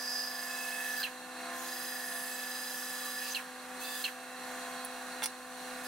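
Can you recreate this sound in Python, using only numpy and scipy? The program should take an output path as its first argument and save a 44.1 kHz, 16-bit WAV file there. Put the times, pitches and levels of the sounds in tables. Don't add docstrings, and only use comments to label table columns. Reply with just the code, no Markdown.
import sys
import numpy as np
from scipy import signal
from scipy.fft import rfft, irfft, next_fast_len
from scipy.io import wavfile
from scipy.ndimage import uniform_filter1d, map_coordinates

SR = 44100
rng = np.random.default_rng(int(sys.argv[2]) if len(sys.argv) > 2 else 0)


def file_out(sig):
    cols = np.atleast_2d(sig).T
    lim = np.clip(cols, -1, 1)
    pcm = np.round(lim * 32767).astype(np.int16)
    wavfile.write(sys.argv[1], SR, pcm)


N = 258867

TURN_HZ = 25.46

# multiple of the motor's pitch, level in dB.
HUM_HARMONICS = [(1, 0), (2, 0), (3, 0), (4, -56)]
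# frequency in Hz, level in dB.
RUMBLE_SPECTRUM = [(20, -14), (60, -11.5), (135, -12.5), (175, 0), (280, -3.5), (330, -0.5), (430, -1.5),
                   (620, 2), (800, 0.5), (1100, -9.5), (2000, -54)]
WHIRR_SPECTRUM = [(470, -35.5), (800, -5), (1080, -2), (1210, -2), (1820, -2), (1990, -11), (2090, -7.5),
                  (2280, -11), (2620, -10), (2970, -13.5), (3710, -12.5), (4310, -20), (4830, -16.5),
                  (9470, -13.5), (15800, -25.5)]
# pitch in Hz, level in dB.
FRAME_TONES = [(790.5, -61.5), (942.1, -65.5), (1045.5, -56), (1152, -58.5), (1448, -63.5), (1507, -67),
               (1620, -57), (1766, -59.5), (1884, -61.5), (2019, -63), (2143, -64), (2525, -63.5),
               (2713, -73), (3284, -67), (3978, -63.5), (4409, -69), (5954, -84), (6702, -63.5),
               (8161, -63.5), (8780, -72), (9636, -74), (10557, -75), (11596, -76)]
# time in seconds, whirr gain in dB, frame gain in dB.
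SHAKE_LEVELS = [(0, 1, 0.5), (.85, 0, 4.5), (1.25, -1.5, 2), (1.48, 2, 4), (1.75, 0, 2.5), (2.4, 0, -2),
                (3.45, 0.5, 0.5), (3.8, -0.5, 0.5), (4.2, 0, 1), (4.7, 0, 2), (4.98, 0.5, 0.5),
                (5.4, -0.5, -0.5), (5.87, -.5, -0.5)]
# frequency in Hz, width in Hz, level in dB.
GUIDE_MODES = [(2757, 41, -7), (3990, 42, -1.5), (4210, 55, -10), (4373, 39, -1.5), (5790, 68, -11.5),
               (8260, 130, -15), (8970, 73, -17), (9700, 160, -20), (10500, 150, -15.5), (11900, 90, -26)]
# time in seconds, level in dB.
COVER_LEVELS = [(0.0, -58), (0.8, -54.5), (1.26, -64), (1.49, -52.5), (1.86, -62), (2.17, -53), (2.53, -69),
                (3.63, -92), (3.86, -59), (4.05, -75), (4.17, -56), (4.33, -59), (4.38, -80), (4.51, -56),
                (5.21, -59), (5.28, -79), (5.44, -60), (5.87, -62)]

# frequency in Hz, width in Hz, level in dB.
CHIP_MODES = [(8860, 660, -5), (10300, 570, -2), (14500, 3000, -15)]
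# time in seconds, then knock, click and crack levels in dB.
BOUNCES = [(5.2224, -27, -52, -41), (5.2304, -35, -37, -29), (5.2332, -29.5, -50, -42),
           (5.2372, -37, -29, -27), (5.2392, -40, -38, -28), (5.2433, -31, -28, -30),
           (5.2581, -31, -30, -20.5)]
# pitch in Hz, level in dB, seconds to fade by 60 dB.
KNOCK_MODES = [(883, -8.7, .08), (1060, -14, .05), (1370, -11, .05), (1640, -11, .05), (1840, -11, .05),
               (2130, -13, .04), (2330, -13, .035), (2760, -9, .035), (3455, -4.5, .035), (3563, -11, .035)]
CLICK_MODES = [(4334, -16, .03), (4850, -10, .045), (5643, -4, .055), (5790, -5, .07), (5964, -10, .06),
               (9251, -1.5, .045), (9870, -8, .03)]
# frequency in Hz, level in dB.
CRACK_SPECTRUM = [(400, -34), (1000, -11), (3000, -4), (3900, -6), (5500, 0), (7300, -7), (9800, 2),
                  (11000, -5), (13400, -8), (15200, -5.5)]

# start and end in seconds, pitch in Hz, level in dB, throb depth from 0 to 1.
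BLADE_RINGS = [(0.47, 1.005, 2597, -49.5, .7), (1.068, 1.45, 2680, -59, .1), (1.536, 1.76, 6716, -51, .3),
               (1.66, 2.15, 7103, -56, .3), (4.08, 4.48, 2687, -56, .1)]
# start and end in seconds, pitch in Hz, width in Hz, level in dB.
BLADE_SQUEALS = [(-0.1, 0.348, 5600, 1400, -44.5), (-0.07, 0.34, 4870, 100, -39),
                 (-0.05, 0.363, 5165, 63, -44), (-0.05, 0.33, 6080, 130, -51), (0.45, 1.01, 2610, 110, -50),
                 (0.993, 1.04, 1580, 180, -40), (0.963, 1.06, 13800, 3000, -44),
                 (1.703, 2.352, 1827, 130, -47.5), (2.0, 2.353, 10200, 3100, -43),
                 (0.96, 1.044, 4850, 450, -41), (2.238, 2.5, 2600, 74, -53), (2.307, 2.37, 7900, 300, -45),
                 (2.658, 3.352, 1172, 57, -55.5), (3.192, 3.317, 2650, 370, -45.5),
                 (3.23, 3.338, 4800, 350, -47), (3.24, 3.336, 4700, 2600, -45),
                 (3.305, 3.34, 6150, 600, -38.5), (3.828, 4.02, 4780, 220, -47.5),
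                 (3.832, 4.003, 3526, 74, -47), (3.81, 3.93, 2620, 83, -49),
                 (3.99, 4.086, 13200, 1500, -51)]
# time in seconds, twang level in dB, level of brushing teeth in dB.
BLADE_RELEASES = [(1.029, -25.5, -46), (3.3465, -25.5, -42), (4.040, -24.5, -40)]
# peak in seconds after the release, rise and decay in seconds,
# pitch at the peak in Hz, fall in Hz a second, roughness in radians, level in dB.
BENDING_WAVES = [(.003, .002, .003, 4270, 30000, .3, -1), (.0095, .002, .006, 4030, 12000, .7, -6),
                 (.011, .005, .005, 3200, 25000, .9, -7.5), (.0235, .011, .007, 2680, 16000, .25, -2.5),
                 (.038, .003, .012, 2600, 14000, 1.2, -11.5), (.052, .012, .01, 1650, 22000, 1.4, -13.5)]
# frequency in Hz, width in Hz, level in dB.
RATTLE_MODES = [(2650, 300, -2), (3300, 400, -3), (4200, 300, -3), (6300, 150, -12), (8300, 300, -15)]

# start, end and fade-in time in seconds,
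# starting load in dB, growth in dB a second as the push gets harder.
SAW_CUTS = [(-0.2, 1.02, .05, -45.5, 3.5), (1.52, 3.353, 0.23, -44.5, 1.5), (3.8, 4.046, 0.023, -45, 14),
            (5.832, 6.3, 0.014, -49.5, 0)]
# frequency in Hz, level in dB.
RASP_SPECTRUM = [(1500, -42), (3000, -15), (4300, -8), (5500, -1), (6100, 0.5), (6550, -3), (7300, -0.5),
                 (8000, 0), (8900, -5), (9500, -2.5), (11500, 2), (12500, -1), (14300, -1), (15700, -8.5)]
# frequency in Hz, width in Hz, level in dB.
BOARD_MODES = [(1150, 84, 1.5), (1660, 520, -2.5), (1740, 34, 8), (2580, 58, 6.5), (2820, 220, -1.5),
               (3410, 510, 2.5)]
STEEL_MODES = [(2860, 60, -2), (3200, 200, -1), (3550, 200, -3), (4400, 70, -6), (5340, 70, -3),
               (6130, 90, 1), (6290, 120, 4), (6700, 60, -1), (7400, 70, -4), (7950, 120, -3),
               (8400, 110, 1), (9270, 150, 4), (9500, 150, 2), (10020, 200, 2), (10850, 160, -2),
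               (11470, 220, 1), (12350, 160, -3), (13300, 200, -4), (15650, 170, 2)]
LOW_NOTE_MODES = [(1744, 69, 0)]
WHISTLE_MODES = [(4700, 110, -4), (4850, 100, -1), (4968, 30, 3), (5160, 50, -7)]
# pitch in Hz, level in dB.
LOW_NOTE_TONES = [(1680.4, -17), (1731.4, 0), (1807.8, -19), (1884.1, -14)]
MIDDLE_NOTE_TONES = [(3972, -2), (3997, -9), (4022.7, -5)]
WHISTLE_TONES = [(4659.2, -18), (4684.6, -18), (4761, -16), (4837.9, -14), (4863.3, -16), (4888.3, -15),
                 (4965, 2.5), (4990.4, -9), (5041.3, -15), (5143, -18), (5168.6, -16)]
FAINT_TONES = [(2596.4, -19), (2647.3, -19), (6186.9, -18), (6874, -22), (7102.8, -17), (8403, -19),
               (11451, -24), (13392, -16)]
# time in seconds, then low note, whistle and middle note levels in dB.
SONG_LEVELS = [
    [(0.0, -45.5, -49, -60), (0.19, -44.5, -40.3, -60), (0.27, -46, -46.5, -60), (0.55, -45, -51.5, -59),
     (0.7, -42, -54, -58), (0.9, -41.2, -57.5, -55), (1.02, -40.5, -53, -49)],
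    [(1.7, -48, -53.5, -56), (1.92, -48, -52, -53), (2.15, -48.2, -55.5, -61), (2.33, -47.5, -57.5, -56),
     (2.55, -47, -50.5, -49.5), (2.7, -47.6, -52.5, -51.5), (2.79, -48, -57, -59), (2.9, -48, -54, -53),
     (3.08, -48, -55, -51), (3.2, -44, -51.5, -53), (3.24, -45.5, -58, -55), (3.33, -51, -58, -53)],
    [(3.85, -53, -65, -53), (3.95, -47.3, -65, -53), (4.03, -50, -57, -54)],
]

# frequency in Hz, seconds to fade by 60 dB.
ECHO_TIMES = [(200, 0.081), (2000, 0.11), (12000, 0.068)]
# frequency in Hz, likeness from 0 to 1.
EAR_LIKENESS = [(60, 0.77), (130, 0.78), (290, 1), (640, 0.96), (1410, 0.85), (3100, 0.68), (6820, 0.34),
                (15000, 0.24)]
# frequency in Hz, left minus right in dB.
BALANCE = [(60, -3), (99, 3), (160, -3), (270, 5), (450, -3), (740, 1.5), (1220, -0.5), (2010, -4.5),
           (3330, -1.5), (5500, -2), (9080, -2.5), (15000, 0)]


def amp(db):
    return np.exp(np.log(10) / 20 * np.asarray(db))


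def unit(x):
    return x / np.sqrt(np.mean(x ** 2) + 1e-20)


def clock():
    return np.arange(N) / SR


def along(points, hz):
    freqs, values = np.transpose(points)
    return np.interp(np.log(hz + 1), np.log(freqs + 1), values)


def curves(rows):
    times, *columns = np.transpose(rows)
    return np.array([np.interp(clock(), times, column) for column in columns])


def wobble(rate):
    knots = rng.standard_normal(int(N * rate / SR) + 4)
    coarse = np.linspace(0, N / SR, len(knots) * 8)
    return np.interp(clock(), coarse, map_coordinates(knots, [coarse * rate]))


def arch(start, end):
    progress = np.clip((clock() - start) / (end - start), 0, 1)
    return np.sqrt(np.abs(np.sin(np.pi * progress)))


def blow(start, t60):
    age = clock() - start
    return (age > 0) * amp(-60 * np.maximum(age, 0) / t60)


def filtered(x, response):
    size = next_fast_len(N + SR // 4, True)
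    return irfft(rfft(x, size) * response(np.fft.rfftfreq(size, 1 / SR)), size)[..., :N]


def spectrum(points):
    return lambda hz: amp(along(points, hz))


def resonances(modes):
    return lambda hz: sum((-1) ** k * amp(db) * 1j * hz * width / (peak ** 2 - hz ** 2 + 1j * hz * width)
                          for k, (peak, width, db) in enumerate(modes))


def spread(hz):
    return np.arccos(np.clip(along(EAR_LIKENESS, hz), 0, 1)) / 2


def white():
    return rng.standard_normal((2, N))


def voiced(noises, response):
    mid, side = filtered(noises, lambda hz: response(hz) * np.cos(spread(hz) - [[0], [np.pi / 2]]))
    return unit(np.array([mid + side, mid - side]))


def tone(hz, drift, shift=0):
    phase = 2 * np.pi * (hz * clock() + rng.random()) + drift * wobble(9) + shift
    return np.sqrt(2) * np.sin([phase + spread(hz), phase - spread(hz)])


def gain_control(x, threshold_db=-47, depth_db=5, attack_s=0.041, hold_s=0.2, release_s=0.07):
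    step = SR // 200
    treble = signal.sosfilt(signal.butter(2, 2000, "highpass", fs=SR, output="sos"), x.mean(axis=0))
    keep = np.exp(-1 / (attack_s * SR))
    level = np.sqrt(signal.lfilter([1 - keep], [1, -keep], treble ** 2)[::step] + 1e-20)
    wanted_db = depth_db * np.maximum(1 - amp(threshold_db) / level, 0)
    steps, lags = np.arange(len(level)), np.arange(SR // step)
    memory = np.clip(1 - (lags * step / SR - hold_s) / release_s, 0, 1)
    duck_db = np.max(wanted_db[np.abs(steps[:, None] - lags)] * memory, axis=1)
    return x * amp(-np.interp(np.arange(N), steps * step, duck_db))


def workshop_echo(x):
    hz, t, bands = signal.stft(rng.standard_normal((2, SR // 3)), SR, nperseg=256)
    tail = signal.istft(bands * amp(-60 * t / along(ECHO_TIMES, hz)[:, None]), SR, nperseg=256)[1]
    return signal.fftconvolve(x, tail / np.linalg.norm(tail[0]), axes=1)[:, :N]


def whine(peak_s=1.55, width_s=0.43, peak_hz=333, climb_hz_per_s=55):
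    t = clock() - peak_s
    hz = peak_hz + climb_hz_per_s * t
    swell = amp(-60.5) / (1 + np.abs(t / width_s) ** 3)
    return np.sqrt(2) * swell * np.sin(2 * np.pi * np.cumsum(hz) / SR + 0.44 * wobble(12))


def turning(repeat, spiky_db):
    def impacts():
        return unit(white() * amp(spiky_db * wobble(1700)))
    looped = impacts()[:, np.arange(N) % round(SR / TURN_HZ)]
    return np.sqrt(repeat) * unit(looped) + np.sqrt(1 - repeat) * impacts()


def band_ripple(x, depth_db):
    grid_hz = np.arange(0, SR / 2, 55)
    ripple_db = depth_db * rng.standard_normal(len(grid_hz)) * (grid_hz > 2000)
    return filtered(x, lambda hz: amp(np.interp(hz, grid_hz, ripple_db)))


def machine(motor_hz=252.55, cover_hz=691.2):
    hum = amp(-52.5) * sum(amp(db) * tone(k * motor_hz, drift=0.11 * k) for k, db in HUM_HARMONICS)
    rumble = amp(-55.5) * voiced(white(), spectrum(RUMBLE_SPECTRUM))
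    rolling = band_ripple(turning(repeat=0.45, spiky_db=1.5), depth_db=2.2)
    whirr_db, frame_db = curves(SHAKE_LEVELS)
    whirr = amp(-45.5 + 0.49 * wobble(8.7)) * voiced(rolling, spectrum(WHIRR_SPECTRUM))
    whirr += (amp(whirr_db) - 1) * filtered(whirr, lambda hz: 1 / (1 + (hz / 5000) ** 4))
    frame = sum(amp(db - 1.8 + 2.1 * wobble(5)) * tone(hz, drift=1.1) for hz, db in FRAME_TONES)
    guides = amp(-53 + 1.9 * wobble(18)) * voiced(white(), resonances(GUIDE_MODES))
    cover = amp(curves(COVER_LEVELS)[0] + 4) * tone(cover_hz, drift=0.72)
    return hum + rumble + whirr + amp(frame_db) * frame + guides + cover


def struck(modes, start):
    t, out = np.arange(SR // 8) / SR, np.zeros(N)
    ring = sum(amp(db + rng.normal(0, 1.7) - 60 * t / t60) * np.sin(2 * np.pi * hz * t)
               for hz, db, t60 in modes)
    out[round(start * SR):][:len(t)] = ring
    return out


def chip_and_board(chip_s=4.8485):
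    ring, cracks = 0, 0
    for start, knock_db, click_db, crack_db in BOUNCES:
        ring += amp(knock_db) * struck(KNOCK_MODES, start) + amp(click_db) * struck(CLICK_MODES, start)
        cracks += amp(crack_db) * (blow(start, t60=0.016) + amp(-15) * blow(start, t60=0.07))
    chip = amp(-33.5) * blow(chip_s, t60=0.049) * voiced(white(), resonances(CHIP_MODES))
    hits = ring + amp(-1.5) * cracks * voiced(white(), spectrum(CRACK_SPECTRUM)) + chip
    return signal.sosfilt(signal.butter(4, 480, "highpass", fs=SR, output="sos"), hits)


def throb(depth, flutter_db=1):
    pulse = 1 + depth * np.sin(2 * np.pi * (TURN_HZ * clock() + rng.random()))
    return pulse * amp(flutter_db * wobble(70))


def rings():
    return sum(amp(db) * arch(start, end) * throb(depth) * tone(hz, drift=0.5)
               for start, end, hz, db, depth in BLADE_RINGS)


def squeals():
    rub = turning(repeat=0.36, spiky_db=3)
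    return sum(amp(db) * arch(start, end) * voiced(rub, lambda f: resonances([(hz, width, 0)])(f) ** 2)
               for start, end, hz, width, db in BLADE_SQUEALS)


def twangs(brush_delay_s=0.01):
    t = np.arange(SR // 8) / SR
    glide, rattle_gain, brush_gain = np.zeros(N + SR), 0, 0
    for start, twang_db, brush_db in BLADE_RELEASES:
        rattle_gain += amp(twang_db) * blow(start, t60=0.2)
        brush_gain += amp(brush_db) * blow(start + brush_delay_s, t60=0.22)
        for peak, rise, decay, hz, fall, rough, db in BENDING_WAVES:
            age = t - peak
            swell = amp(twang_db + db) * np.exp(-(age / np.where(age < 0, rise, decay)) ** 2)
            cycles = hz * age - fall * age ** 2 / 2 + rng.random()
            phase = 2 * np.pi * cycles + rough * wobble(800)[:len(t)]
            glide[round(start * SR):][:len(t)] += swell * np.sin(phase)
    rattle = amp(-9.5) * rattle_gain * voiced(white(), resonances(RATTLE_MODES))
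    brush = brush_gain * voiced(white(), spectrum(RASP_SPECTRUM))
    return glide[:N] + rattle + brush


def wood_grain(x, depth_db):
    bands = signal.stft(x, nperseg=512)[2]
    patches = uniform_filter1d(rng.standard_normal(bands.shape[1:]), size=9, axis=0)
    patches = uniform_filter1d(patches, size=26, axis=1)
    return signal.istft(bands * amp(depth_db * unit(patches)), nperseg=512)[1][:, :N]


def singing(tones, jitter, waver_db):
    slip = jitter * wobble(6.98)
    return sum(amp(db + waver_db * wobble(7)) * tone(hz, drift=0.2, shift=slip) for hz, db in tones)


def feeding(fade_db_per_s=193, edge_s=0.062, song_build_s=0.064):
    t, rasp, chatter, song = clock(), 0, 0, 0
    for start, end, entry, load_db, push in SAW_CUTS:
        fade_in = np.sqrt(np.clip((t - start) / entry, 0, 1))
        contact = fade_in * amp(-fade_db_per_s * np.maximum(t - end, 0))
        load = contact * amp(load_db + push * np.clip(t - start, 0, end - start))
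        edge = np.exp(-np.abs(t - end) / edge_s)
        rasp += load * amp(0.5 * edge)
        chatter += load * amp(-8 + 3.5 * edge)
        song += contact * np.sqrt(np.clip((t - start - entry / 2) / song_build_s, 0, 1))
    return rasp, chatter, song


def sawing():
    rasp, chatter, song = feeding()
    teeth = wood_grain(turning(repeat=0.59, spiky_db=3.2), depth_db=2)
    teeth = band_ripple(teeth, depth_db=2)
    tearing = amp(-0.1 + 0.51 * wobble(6.74)) * voiced(teeth, spectrum(RASP_SPECTRUM))
    steel = amp(-2.5 + 1.2 * wobble(12)) * voiced(turning(0.55, spiky_db=4), resonances(STEEL_MODES))
    faint = amp(-2 + 1.5 * wobble(6)) * singing(FAINT_TONES, jitter=0.5, waver_db=2)
    board = amp(0.52 * wobble(18)) * voiced(turning(0.27, spiky_db=-0.5), resonances(BOARD_MODES))
    low = amp(3.5) * throb(0.28) * singing(LOW_NOTE_TONES, jitter=0.15, waver_db=0.8)
    low += amp(-5) * voiced(turning(0.4, spiky_db=4), resonances(LOW_NOTE_MODES))
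    whistle = amp(1.5) * throb(0.35) * singing(WHISTLE_TONES, jitter=0.18, waver_db=0.6)
    whistle += amp(0.3) * voiced(turning(0.3, spiky_db=3), resonances(WHISTLE_MODES))
    middle = amp(-1.2) * singing(MIDDLE_NOTE_TONES, jitter=0.9, waver_db=1)
    low_gain, whistle_gain, middle_gain = amp(curves(np.concatenate(SONG_LEVELS)))
    notes = low_gain * low + whistle_gain * whistle + middle_gain * middle
    dips = sum(np.exp(-((clock() - start + 0.0035) / 0.004) ** 2) for start, *_ in BLADE_RELEASES)
    return amp(-7 * dips) * (rasp * (tearing + steel + faint) + chatter * board + song * notes)


def scene():
    hits = twangs() + chip_and_board()
    mix = machine() + whine() + sawing() + squeals() + rings() + hits + amp(-6) * workshop_echo(hits)
    return filtered(mix, lambda hz: amp(np.outer([0.5, -0.5], along(BALANCE, hz))))


def record(dry):
    return filtered(gain_control(dry), lambda hz: hz < 15850)


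dry = scene()
out = record(dry)
file_out(out)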